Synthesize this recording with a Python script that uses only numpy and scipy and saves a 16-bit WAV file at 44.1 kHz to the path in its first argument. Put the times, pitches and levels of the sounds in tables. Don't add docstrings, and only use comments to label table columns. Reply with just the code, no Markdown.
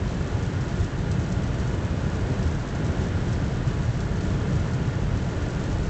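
import sys
import numpy as np
from scipy import signal
from scipy.fft import rfft, irfft, next_fast_len
from scipy.io import wavfile
from scipy.ndimage import uniform_filter1d

SR = 44100
rng = np.random.default_rng(int(sys.argv[2]) if len(sys.argv) > 2 else 0)


def put_to_file(sound):
    columns = np.atleast_2d(sound).T
    safe = np.clip(columns, -1, 1)
    whole_steps = np.round(safe * 32767)
    wavfile.write(sys.argv[1], SR, whole_steps.astype(np.int16))


N = 259749

# frequency in Hz, gain in dB.
GLASS_TICK = [(1200, -13), (2800, -7), (4000, -1), (5500, 3), (7300, 2), (8300, -6)]


def from_db(db):
    return 10 ** (np.asarray(db) / 20)


def unit_power(x):
    return x / np.sqrt(np.mean(x ** 2) + 1e-20)


def steady(x, span_s):
    return x / np.sqrt(uniform_filter1d(x * x, max(int(span_s * SR), 2)) + 1e-20)


def curve(rows):
    return np.interp(np.arange(N) / SR, *np.transpose(rows))


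def flurries(per_s):
    knots = rng.standard_normal(1000)
    return unit_power(np.interp(np.arange(N) / SR * per_s, np.arange(len(knots)), knots))


def coloured(x, spectrum):
    size = next_fast_len(N + SR // 2, True) * 2
    hz, gain_db = np.transpose(spectrum)
    bin_hz = np.maximum(np.arange(size // 2 + 1) * SR / size, 1)
    gain = from_db(np.interp(np.log(bin_hz), np.log(hz), gain_db))
    cepstrum = irfft(np.log(gain))
    cepstrum[1:size // 2] *= 2
    cepstrum[size // 2 + 1:] = 0
    return irfft(rfft(x, size) * np.exp(rfft(cepstrum)))[:N]


def resonance(x, hz, width_hz):
    radius = np.exp(-np.pi * width_hz / SR)
    feedforward = np.array([1, 0, -1]) * (1 - radius ** 2) / 2
    feedback = [1, -2 * radius * np.cos(2 * np.pi * hz / SR), radius ** 2]
    return signal.lfilter(feedforward, feedback, x + 1e-18)


def turbulence(spectrum, span_s):
    return steady(coloured(rng.standard_normal(N), spectrum), span_s)


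def shower(per_s, spread_db, cap_spreads):
    sizes = from_db(spread_db * np.minimum(rng.exponential(1, N), cap_spreads))
    lands = rng.random(N) < per_s / SR
    return lands * sizes * rng.choice([-1, 1], N)


def splats(hits, splash_db, splash_t60_s):
    power_decay = 1e-6 ** (np.arange(SR // 10) / SR / splash_t60_s)
    spray_power = signal.fftconvolve(hits ** 2, power_decay / power_decay.sum())[:N]
    spray = np.sqrt(np.maximum(spray_power, 0)) * rng.standard_normal(N)
    return hits + from_db(splash_db) * spray


def wind_buffet():
    # time in seconds, level in dB.
    strength = [(0, -32.5), (.6, -38), (.8, -33.5), (1.3, -35.5), (1.62, -31), (1.9, -39), (2.15, -32.5),
                (2.85, -35.5), (3.6, -32.5), (4.3, -32.5), (4.88, -38), (5.1, -30), (5.5, -35.5),
                (5.89, -28)]
    # frequency in Hz, relative level in dB.
    colour = [(12, -10), (22, -0.5), (31, -2), (43, 9.5), (60, 11), (75, -13), (120, -46.5)]
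    return from_db(curve(strength)) * turbulence(colour, span_s=0.26)


def road_rumble():
    # time in seconds, level in dB.
    coarseness = [(0, -27.5), (1.0, -26.5), (1.9, -28), (2.35, -26), (3.3, -25.6), (3.85, -26),
                  (4.2, -26.5), (4.7, -27), (5.89, -27)]
    # middle in seconds, half length in seconds, depth in dB (negative swells).
    lulls = [(.285, 0.027, 10), (0.504, 0.033, 4), (0.684, 0.035, 7), (.9, 0.027, 14), (2.67, 0.082, 8.5),
             (2.943, 0.016, 12), (4.59, .015, -2), (4.9, .04, 4)]
    # frequency in Hz, relative level in dB.
    colour = [(40, -26), (60, -9), (78, 0), (95, 0), (135, -2.5), (160, -3.5), (190, -5.5), (235, -24.5),
              (400, -58.5)]
    t = np.arange(N) / SR
    dips_db = sum(db * np.exp(-((t - middle_s) / half_s) ** 2) for middle_s, half_s, db in lulls)
    flutter_db = 1.24 * flurries(per_s=14)
    return from_db(curve(coarseness) + flutter_db - dips_db) * turbulence(colour, span_s=0.091)


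def jolts(rise_s):
    # start in seconds, peak level in dB, pitch in Hz.
    bumps = [(0.019, -19.5, 92.7), (0.227, -23, 138), (0.344, -17.5, 111), (.422, -25, 106),
             (0.79, -17.5, 93), (1.181, -18, 118), (1.635, -21, 118), (2.14, -23.5, 80.5),
             (2.311, -16, 107), (2.455, -14, 82.4), (3.665, -18, 123), (3.884, -16.5, 115),
             (4.544, -22.5, 139), (4.75, -18.5, 123.4), (4.873, -16.5, 129)]
    thuds = np.zeros(N)
    for start_s, peak_db, hz in bumps:
        age = np.maximum(np.arange(N) / SR - start_s, 0)
        envelope = age / rise_s * np.exp(1 - age / rise_s)
        thuds += from_db(peak_db) * envelope * np.sin(2 * np.pi * hz * age)
    return thuds


def cabin_boom(hz, width_hz):
    # time in seconds, level in dB.
    strength = [(0, -24), (0.2, -50), (.45, -35.5), (.8, -29), (1.0, -53), (1.4, -57)]
    feed = resonance(rng.standard_normal(N), hz, width_hz)
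    return from_db(curve(strength)) * steady(resonance(feed, hz, width_hz), span_s=0.6)


def tyre_roar(gust_db):
    # frequency in Hz, relative level in dB.
    colour = [(140, -18.5), (200, 1.5), (235, -0.5), (290, -0.5), (380, -4.5), (480, -7), (620, -14),
              (1000, -42.5)]
    return from_db(-35 + 2.3 * gust_db) * turbulence(colour, span_s=0.22)


def air_rush(gust_db):
    # frequency in Hz, relative level in dB.
    colour = [(300, -9.5), (560, 0), (760, -2), (1050, -3.5), (1300, -5), (1750, -5), (2000, -7.5),
              (2400, -12), (3200, -13), (3700, -17), (5000, -22), (8000, -45.5)]
    return from_db(-41 + 0.64 * gust_db) * turbulence(colour, span_s=0.18)


def roof_rain(gust_db):
    # frequency in Hz, width in Hz, relative gain in dB.
    modes = [(278, 62, -1.5), (365.4, 30, 3.5), (420, 60, 2.5), (567.6, 14, -0.5), (632, 30, -4),
             (683, 33, 0), (837, 40, -2), (962, 69, -6.5), (1190, 71, -8.5), (1422, 51, -1.5),
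             (1536, 100, -10.5), (1715, 68, -8.5), (1844, 70, -13), (2130, 46, -13), (2540, 150, -17),
             (2980, 250, -18)]
    hits = shower(per_s=3900, spread_db=2.0, cap_spreads=3.9)
    ringing = sum(from_db(db) * resonance(hits * rng.standard_normal(N), hz, width_hz)
                  for hz, width_hz, db in modes)
    return from_db(-40 + gust_db) * steady(ringing, span_s=0.49)


def windscreen_patter(gust_db):
    # frequency in Hz, relative level in dB.
    colour = [(1200, -17), (2800, -2), (4000, 5), (5000, 2), (5800, 5), (7300, 3.5), (7800, -2),
              (8300, -13)]
    rain_db = -52.5 + 0.15 * gust_db
    thickness_db = 3 * (rain_db - np.mean(rain_db)) + 3.8 * flurries(per_s=18)
    hits = shower(per_s=300 * from_db(thickness_db), spread_db=3.5, cap_spreads=2.4)
    crackle = unit_power(splats(hits, splash_db=3.5, splash_t60_s=0.023))
    sizzle = from_db(0.5) * rng.standard_normal(N)
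    return from_db(rain_db) * unit_power(coloured(crackle + sizzle, colour))


def windscreen_taps():
    hits = shower(per_s=24, spread_db=3, cap_spreads=2.2)
    return from_db(-27.5) * coloured(hits, GLASS_TICK)


def fat_drops():
    # start in seconds, click level in dB before the glass colours it.
    drops = [(0.1122, -26), (0.609, -20.5), (0.8037, -27), (0.8315, -24), (0.8439, -21), (1.115, -16),
             (1.323, -19), (1.4351, -21), (1.5433, -25), (1.5994, -19), (1.6753, -24), (2.1584, -27),
             (2.4287, -20), (2.477, -23), (2.6873, -25), (2.7502, -24), (2.846, -22), (2.8653, -22),
             (3.3317, -21), (3.6749, -23), (4.005, -18), (4.208, -23), (4.5561, -23), (4.735, -23.5),
             (5.4214, -23), (5.5054, -23), (5.639, -22), (5.8644, -28)]
    hits = np.zeros(N)
    for start_s, level_db in drops:
        hits[int(start_s * SR)] = from_db(level_db)
    return coloured(splats(hits, splash_db=4.5, splash_t60_s=0.082), GLASS_TICK)


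def scene():
    # time in seconds, dB about the usual strength.
    gusts = [(0, -0.3), (0.299, -0.1), (.6, -0.5), (1.1, -.5), (1.6, 0.25), (2.0, 0.2), (2.3, 1),
             (2.601, -0.7), (2.88, 1), (3.45, 0.3), (4.0, -1), (4.3, .5), (4.701, 0.1), (5.1, -.5),
             (5.5, .4), (5.89, -.3)]
    gust_db = curve(gusts)
    rumble = wind_buffet() + road_rumble() + jolts(rise_s=0.0089) + cabin_boom(hz=95.66, width_hz=5.3)
    rush = tyre_roar(gust_db) + air_rush(gust_db)
    rain = windscreen_patter(gust_db) + windscreen_taps() + fat_drops() + roof_rain(gust_db)
    return (rumble + rush + rain)[None]


def record(dry):
    stop_hz, stop_db = 8450, 70
    return signal.sosfilt(signal.cheby2(28, stop_db, stop_hz, fs=SR, output="sos"), dry)


dry = scene()
out = record(dry)
put_to_file(out)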